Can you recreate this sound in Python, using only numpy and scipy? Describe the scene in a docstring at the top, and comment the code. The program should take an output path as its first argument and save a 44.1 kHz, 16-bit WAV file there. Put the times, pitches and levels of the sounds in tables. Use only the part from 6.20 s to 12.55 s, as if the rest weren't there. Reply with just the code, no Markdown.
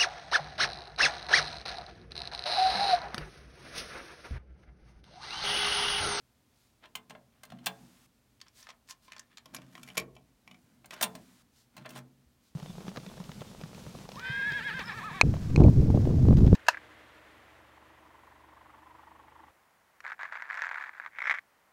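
"""A small quiet room, a cassette deck on a towel close to the microphone. The power button clicks, the
eject key lets the sprung door fly open, a cassette is picked up, slid in and dropped home, the door is
pushed shut and a flap is pressed open. Each knock is a short chatter of plastic that rings its part and
thumps the steel case; fingers and shells rub in between, over faint rumble, hum and hiss."""
import sys
import numpy as np
from scipy import signal
from scipy.fft import rfft, irfft
from scipy.io import wavfile
from scipy.ndimage import uniform_filter1d

SR = 44100
rng = np.random.default_rng(int(sys.argv[2]) if len(sys.argv) > 2 else 0)


def dump(signal):
    """Clip the signal to [-1, 1] and save it as 16-bit WAV at the path in sys.argv[1]."""
    limited = np.clip(np.atleast_2d(signal).T, -1, 1)
    pcm = np.round(limited * 32767).astype(np.int16)
    wavfile.write(sys.argv[1], SR, pcm)


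N = 280035


def undb(db):
    """Decibels to gain."""
    return 10 ** (np.asarray(db) / 20)


def unit(x):
    """Scale to rms 1."""
    return x / np.sqrt(np.mean(x ** 2))


def decay(t, t60_s):
    """Exponential fall, 60 dB in t60_s."""
    return np.exp(-np.log(1000) * t / t60_s)


def add(track, start_s, x):
    """Mix x into the track at start_s."""
    i = max(int(start_s * SR), 0)
    track[i:i + len(x)] += x[:max(N - i, 0)]


def colour(x, points):
    """Minimum-phase filter through (f/Hz, gain/dB) points."""
    size = 2048
    hz, db = np.transpose(points)
    log_hz = np.log(np.fft.rfftfreq(size, 1 / SR) + 1)
    gain = undb(np.interp(log_hz, np.log(hz), db))
    cepstrum = irfft(np.log(gain))
    cepstrum[1:size // 2] *= 2
    cepstrum[size // 2 + 1:] = 0
    response = irfft(np.exp(rfft(cepstrum)))
    return signal.oaconvolve(x, response)[:len(x)]


def plastic(low_db, treble_db):
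    """Contact spectrum: heavy parts add low-mids, hard edges add treble."""
    return [(90, low_db - 19), (300, low_db - 8.5), (470, low_db - 3), (650, low_db + 1),
            (1300, 0.11 * low_db), (3400, 0.0075), (7500, treble_db - 4), (15000, 1.3 * treble_db - 11)]


def ring(x, modes):
    """The contact plus the damped modes it excites."""
    t = np.arange(SR // 2) / SR
    response = np.zeros(len(t))
    response[0] = 1
    for hz, t60_s, db in modes:
        damping = np.log(1000) / t60_s
        response += undb(db) * 2 * damping / SR * decay(t, t60_s) * np.cos(2 * np.pi * hz * t)
    return signal.oaconvolve(x, response)[:N]


def spot_ring(x, hz, boost_db, q):
    """The touched spot rings for a few cycles at its own pitch."""
    b, a = signal.iirpeak(hz, q, fs=SR)
    return x + undb(boost_db) * signal.lfilter(b, a, x)


def grains(count, grit_db):
    """Tiny collisions of bounded size; grit spreads their sizes."""
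    noise, size = rng.standard_normal((2, count))
    spread = np.repeat(2 * np.tanh(size / 2), 20)[:count]
    return unit(noise * undb(grit_db * spread))


def stroke(middle_s, half_s, db, grit_db):
    """Stick-slip contact that swells and fades; returns start time and force."""
    count = SR // 2
    t = (np.arange(count) - count / 2) / SR
    speed = np.exp(-(t / half_s) ** 2)
    grip = unit(uniform_filter1d(rng.standard_normal(count), size=200))
    slips = undb(0.5 * grit_db * np.tanh(grip))
    force = unit(speed * slips * grains(count, grit_db))
    return middle_s + t[0], undb(db) * force * np.sqrt(np.mean(speed ** 2))


def chatter(t60_s, rise_s, grit_db):
    """Two parts meet and settle in a decaying burst of grains."""
    t = np.arange(8000) / SR
    envelope = (1 - np.exp(-t / rise_s)) * decay(t, t60_s)
    return unit(grains(len(t), grit_db) * envelope) * np.sqrt(np.mean(envelope ** 2))


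def crack(db, hz, treble_db, low_db, base_t60_s, rise_s, boost_db):
    """One plastic contact: harder blows chatter longer; hard or blunt ones are fuller."""
    force_db = db + 41
    burst = chatter(base_t60_s * undb(0.065 * force_db), rise_s, grit_db=-2)
    body_db = low_db + 0.2 * force_db - 0.7 * treble_db
    contact = colour(burst, plastic(body_db, treble_db))
    return undb(db + 4) * spot_ring(contact, hz, boost_db, q=5.4)


def knocks(hits, thump_db, **contact):
    """Each hit cracks and, in proportion, pushes the case once and rattles as the parts settle."""
    cracks, pushes = np.zeros((2, N))
    for s, db, hz, treble_db in hits:
        add(cracks, s, crack(db, hz, treble_db, **contact))
        add(pushes, s + 0.004, [undb(db + thump_db + 18)])
        add(pushes, s, undb(db + thump_db - 4) * chatter(t60_s=0.25, rise_s=0.016, grit_db=-3.5))
    return cracks, pushes


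# room tone spectrum: f/Hz, gain/dB
ROOM_TONE = [(15, -52.5), (25, -13), (42, -3), (111, -7.5), (134, -2), (149, -13.5), (236, -5), (317, -12),
             (363, -16), (659, -18.5), (1070, -21.5), (1260, -23), (1610, -23.5), (3920, -26),
             (16000, -32.5)]
# mains lines: f/Hz, level/dB
MAINS_HUM = [(120, -86.5), (240, -81.5)]
# hiss onsets: t/s
HISS_STARTS = [1.467, 4.827]
# hiss spectrum: f/Hz, gain/dB
HISS_SPECTRUM = [(100, -4.5), (1000, 3.5), (8000, -2), (16000, -9)]
ROOM_TONE_DB, HISS_DB, HISS_HOLD_S = -69.5, -66.5, 0.397


def background():
    """Room rumble, faint mains hum, and a hiss that hangs on after the two sharpest snaps."""
    t = np.arange(N) / SR
    tone = undb(ROOM_TONE_DB) * unit(colour(rng.standard_normal(N), ROOM_TONE))
    hum = sum(undb(db) * unit(np.sin(2 * np.pi * hz * t)) for hz, db in MAINS_HUM)
    hiss = undb(HISS_DB) * unit(colour(rng.standard_normal(N), HISS_SPECTRUM))
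    gate = sum((t > s) & (t < s + HISS_HOLD_S) for s in HISS_STARTS)
    return tone + hum + gate * hiss


# reverb bands: f/Hz, t60/s, energy/dB
ECHO_BANDS = [(60, 0.89, 0.5), (146, .9, -5.5), (306.6, 0.7, -3.5), (585, 0.4, -3), (1256, 0.2, -5.5),
              (2480, 0.11, -7.5), (5230, 0.084, -12), (10100, 0.13, -18.5), (16000, 0.16, -22)]


def room(x):
    """Adds diffuse echo from near walls; bass stays longest."""
    t = np.arange(SR) / SR
    spectrum = rfft(rng.standard_normal(SR))
    log_hz = np.log(np.arange(len(spectrum)) + 1)
    centres = np.log(np.array(ECHO_BANDS)[:, 0])
    echo = 0
    for (_, t60_s, db), band in zip(ECHO_BANDS, np.eye(len(ECHO_BANDS))):
        noise = irfft(spectrum * np.interp(log_hz, centres, band))
        fade = (1 - np.exp(-t / 0.0033)) * decay(t, t60_s)
        echo += undb(db) * noise * fade / np.linalg.norm(fade)
    return x + signal.oaconvolve(x, echo)[:N]


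def table_bump(start_s=6.06, hz=65.7, t60_s=0.15, db=-52):
    """The padded table gives one short low wobble."""
    t = np.maximum(np.arange(N) / SR - start_s, 0)
    envelope = (1 - np.exp(-t / 0.0058)) * decay(t, t60_s)
    return undb(db) * envelope * np.sin(2 * np.pi * hz * t)


# skin and sleeve strokes: mid t/s, half length/s, level/dB
BRUSH_STROKES = [(.421, .097, -71.5), (2.399, 0.044, -57), (2.852, 0.029, -65), (5.39, .055, -66),
                 (6.27, 0.052, -70.5)]


def brushing():
    """Skin and sleeve brush past, smooth and bright."""
    friction = np.zeros(N)
    for s, half_s, db in BRUSH_STROKES:
        add(friction, *stroke(s, half_s, db, grit_db=2.5))
    bright = colour(friction, plastic(low_db=-6, treble_db=3.5))
    return spot_ring(bright, hz=4730, boost_db=-2, q=2)


# hand and door leaning on the case: mid t/s, half length/s, level/dB
CASE_SHOVES = [(.92, 0.03, -61), (1.331, 0.031, -54.5), (1.42, 0.028, -61), (1.64, 0.049, -62),
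               (3.37, 0.083, -60.5), (3.63, 0.18, -64), (4.311, 0.047, -64.5), (4.6, 0.53, -73),
               (4.812, 0.0087, -52), (4.961, 0.016, -50.5), (5.605, 0.046, -57), (5.751, .065, -57)]
# dull push spectrum: f/Hz, gain/dB
THUMP_SPECTRUM = [(30, -30), (60, -5), (100, -11), (150, 1.5), (250, 3), (320, -9.5), (500, -22),
                  (900, -15), (2500, -44.5)]
# steel case modes: f/Hz, t60/s, gain/dB
STEEL_MODES = [(57, 0.28, 2), (132.6, 0.29, 13.3), (185.4, 0.59, 9.9), (209, 0.58, 6.3), (246, 0.099, 6.6),
               (267.4, 0.95, 13), (327, 0.24, 13), (446, 0.23, 6.6), (487, 0.37, 9)]


def steel_case(deck_push, shell_push):
    """Door and keys knock the front panel, the falling cassette moves more bass, shoves load the case."""
    front = colour(deck_push, [(60, -3.5), (125, -5), (200, 3), (300, -4), (480, 7.5)])
    down = colour(shell_push, [(60, 5.5), (125, -0.5), (200, -2), (300, 0.5), (480, 2.5)])
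    shoves = np.zeros(N)
    for s, half_s, db in CASE_SHOVES:
        add(shoves, *stroke(s, half_s, db, grit_db=5.5))
    thumps = colour(front + down + shoves, THUMP_SPECTRUM)
    return undb(17) * ring(thumps, STEEL_MODES)


def rubbing(strokes, low_db, grit_db):
    """Grainy strokes on hard plastic, each with its own brightness."""
    track = np.zeros(N)
    for s, half_s, db, treble_db in strokes:
        start_s, force = stroke(s, half_s, db, grit_db)
        add(track, start_s, colour(force, plastic(low_db, treble_db)))
    return track


# scrapes in the deck: mid t/s, half length/s, level/dB, treble/dB
DECK_SCRAPES = [ (.643, 0.016, -53.5, -17), (1.37, 0.3, -72.5, -11), (1.449, .02, -63.5, -1.5),
                (3.341, 0.0049, -52.5, 0), (3.41, 0.16, -68.5, -2.5), (3.58, 0.093, -66.5, 3.5),
                (3.69, 0.045, -63, 3.5), (3.756, 0.01, -53, -1), (4.447, .25, -78, 4),
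                (4.735, 0.013, -45.5, -4.5), (4.79, 0.06, -53, -8), (5.599, 0.049, -61.5, -7),
                (5.659, 0.0091, -43.5, -41), (5.733, 0.052, -60.5, -2), (5.774, 0.022, -49, 1)]


def scraping():
    """Plastic slides on plastic inside the deck."""
    friction = rubbing(DECK_SCRAPES, low_db=5.8, grit_db=6.5)
    return spot_ring(friction, hz=1490, boost_db=1.5, q=2.5)


# fingers on the shell: mid t/s, half length/s, level/dB, treble/dB
FINGER_SLIDES = [(2.27, 0.0074, -54, -21), (2.45, 0.044, -61, -9), (2.504, 0.012, -48, -10),
                 (2.705, 0.019, -49.5, 3.5), (2.94, 0.096, -62.5, -15), (3.125, 0.018, -60.5, -24)]
# loose hub ticks: t/s, level/dB, f/Hz
HUB_TICKS = [ (2.202, -55, 2600), (2.214, -43.5, 4640), (2.282, -56, 5600), (2.427, -51, 5430),
             (2.469, -46, 1660), (2.489, -40, 1040), (2.502, -43.5, 1930), (2.708, -38.5, 5000),
             (2.88, -48.5, 1020), (2.92, -40.5, 2550), (2.932, -46.5, 2600), (2.964, -42, 1700),
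             (2.981, -50.5, 4550), (2.994, -43, 6860), (3.1717, -43.5, 3780), (3.1811, -45, 3880)]
# hand-held shell modes: f/Hz, t60/s, gain/dB
HELD_MODES = [(1056, 0.017, 3.5), (1246, 0.017, -6), (1685, 0.035, -1), (1777, 0.037, 4.5),
              (2170, 0.062, -20)]


def cassette_in_hand():
    """Fingers slide and hubs tick, brighter the higher they ring; the hollow shell gives little bass."""
    contact = rubbing(FINGER_SLIDES, low_db=9, grit_db=7.5)
    for s, db, hz in HUB_TICKS:
        treble_db = 5 * np.log2(hz / 5500)
        tick = crack(db, hz, treble_db, low_db=10, base_t60_s=0.021, rise_s=0.00068, boost_db=5)
        add(contact, s, tick)
    radiation = [(500, -20), (800, -16), (1050, -3.5), (2300, 1.5), (3200, 1.5), (6000, 7),
                 (9000, 1), (14000, -3)]
    return colour(ring(contact, HELD_MODES), radiation)


# cassette against its holder: t/s, level/dB, f/Hz, treble/dB
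HOLDER_KNOCKS = [ (3.257, -45, 607, -1.5), (3.3464, -36, 1450, 6.5), (3.3642, -40, 5230, 0),
                 (3.385, -50, 590, -9), (3.418, -52, 1800, -1.5), (3.552, -43, 1880, -4),
                 (3.578, -47.5, 1250, -6.5), (3.631, -45, 3200, 8), (3.6755, -47, 2000, -0.5),
                 (3.686, -46, 2270, -1), (3.701, -49, 3110, -2), (3.770, -29.5, 2200, -0.5),
                 (3.7764, -23, 2300, 4.5), (3.798, -36.5, 2310, 3.5), (3.952, -58.5, 2490, 3.5),
                 (3.965, -50.5, 3000, -10), (4.276, -49.5, 2300, -3), (4.312, -47.5, 2300, -4),
                 (4.344, -53.5, 2260, -7), (4.7072, -39, 2310, 0), (4.738, -45.5, 2370, 5.5)]
# shell modes in the holder: f/Hz, t60/s, gain/dB
SEATED_MODES = [(445.3, .2, 2.5), (637, 0.4, 1), (733, 0.13, 9), (1100, 0.035, 10.5), (1366, .05, -2.5),
                (1940, 0.066, 2.5), (2328, 0.029, 7), (2585, 0.05, -3), (2982, .04, 1.5),
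                (3250, 0.06, -2.5), (5554, 0.051, 5.5), (6900, 0.013, 4), (9800, 0.014, 4.5),
                (11280, 0.016, 15.5)]


def cassette_in_holder(scrape):
    """The shell rings as it slides in, drops home and is rocked by the door; returns sound, case push."""
    cracks, push = knocks(HOLDER_KNOCKS, thump_db=-17.5, low_db=1.5,
                          base_t60_s=0.026, rise_s=0.00057, boost_db=4.5)
    shell = ring(cracks + undb(-11.5) * scrape, SEATED_MODES)
    radiation = [(400, 2), (900, -2), (2300, -0.5), (3200, 2), (4200, -1), (5500, 1), (8000, -5),
                 (11500, -5.5), (15000, -5.5)]
    return colour(shell, radiation), push


# power button, eject key, door opening, door latching, flap: t/s, level/dB, f/Hz, treble/dB
MECHANISM_KNOCKS = [ (.655, -47.5, 3500, -9), (.7522, -32, 3100, 4), (.770, -46.5, 1780, -1),
                    (.8965, -45, 6860, 0), (.905, -39.5, 1020, -6.5), (.950, -44, 965, -19.5),
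                    (1.233, -40.5, 1090, 1.5), (1.251, -50.5, 12300, 4), (1.301, -46.5, 3750, -4.5),
                    (1.319, -44, 700, -7.5), (1.386, -52.5, 3150, -6.5), (1.4595, -30, 3390, 10),
                    (1.4665, -23, 3175, 2), (4.644, -48, 994, -9), (4.657, -49.5, 822, 8.5),
                    (4.763, -47.5, 1500, -8), (4.8105, -25, 1410, 2.5), (4.8252, -24.5, 3440, 11.5),
                    (4.8283, -20.5, 3490, 1), (4.8373, -25, 9490, 4), (4.951, -38.5, 617, 1.5),
                    (5.566, -43, 860, 2), (5.577, -41.5, 633, -5.5), (5.657, -41, 1860, -5),
                    (5.691, -45.5, 5570, 4), (5.704, -47.5, 2940, 8), (5.759, -41.5, 920, -11),
                    (5.776, -49, 1870, 7)]
# deck part modes: f/Hz, t60/s, gain/dB
MECHANISM_MODES = [(440.2, 0.26, 13.5), (570, 0.073, 7.5), (691, 0.032, 4.5), (789, 0.049, -4),
                   (1033, 0.035, 5), (1353, 0.072, -1), (1627, 0.07, 8), (2069, 0.085, 6.5),
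                   (2673, 0.054, 2.5), (2710, 0.036, -3), (3510, 0.2, -3), (4160, 0.063, 7),
                   (6530, .06, 3.5), (8540, 0.072, 4.5), (8590, 0.07, 8), (9560, 0.02435, 5),
                   (14800, 0.033, 10), (15400, 0.037, 11.5)]


def deck_mechanism():
    """Keys, door and flap snap and ring, radiating from the door's face; returns sound, case push."""
    cracks, push = knocks(MECHANISM_KNOCKS, thump_db=-21, low_db=-2,
                          base_t60_s=0.031, rise_s=0.0016, boost_db=3.5)
    radiation = [(450, -3), (650, 0), (1100, 0.5), (1700, 1), (3500, 0.5), (4900, -2), (7500, -2),
                 (11500, -3), (15000, -1)]
    return colour(ring(cracks, MECHANISM_MODES), radiation), push


def scene():
    """Deck parts and cassette ring on their own and load the same steel case; mono."""
    deck, deck_push = deck_mechanism()
    scrape = scraping()
    shell, shell_push = cassette_in_holder(scrape)
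    case = steel_case(deck_push, shell_push)
    direct = deck + shell + scrape + case + cassette_in_hand() + brushing()
    return (room(direct) + table_bump() + background())[None]


def record(dry):
    """High-pass at 42 Hz, steep low-pass at 16.2 kHz."""
    thinned = signal.sosfilt(signal.butter(3, 42, "high", fs=SR, output="sos"), dry)
    return signal.sosfilt(signal.ellip(10, 0.2, 70, 16200, fs=SR, output="sos"), thinned)


dry = scene()
out = record(dry)
dump(out)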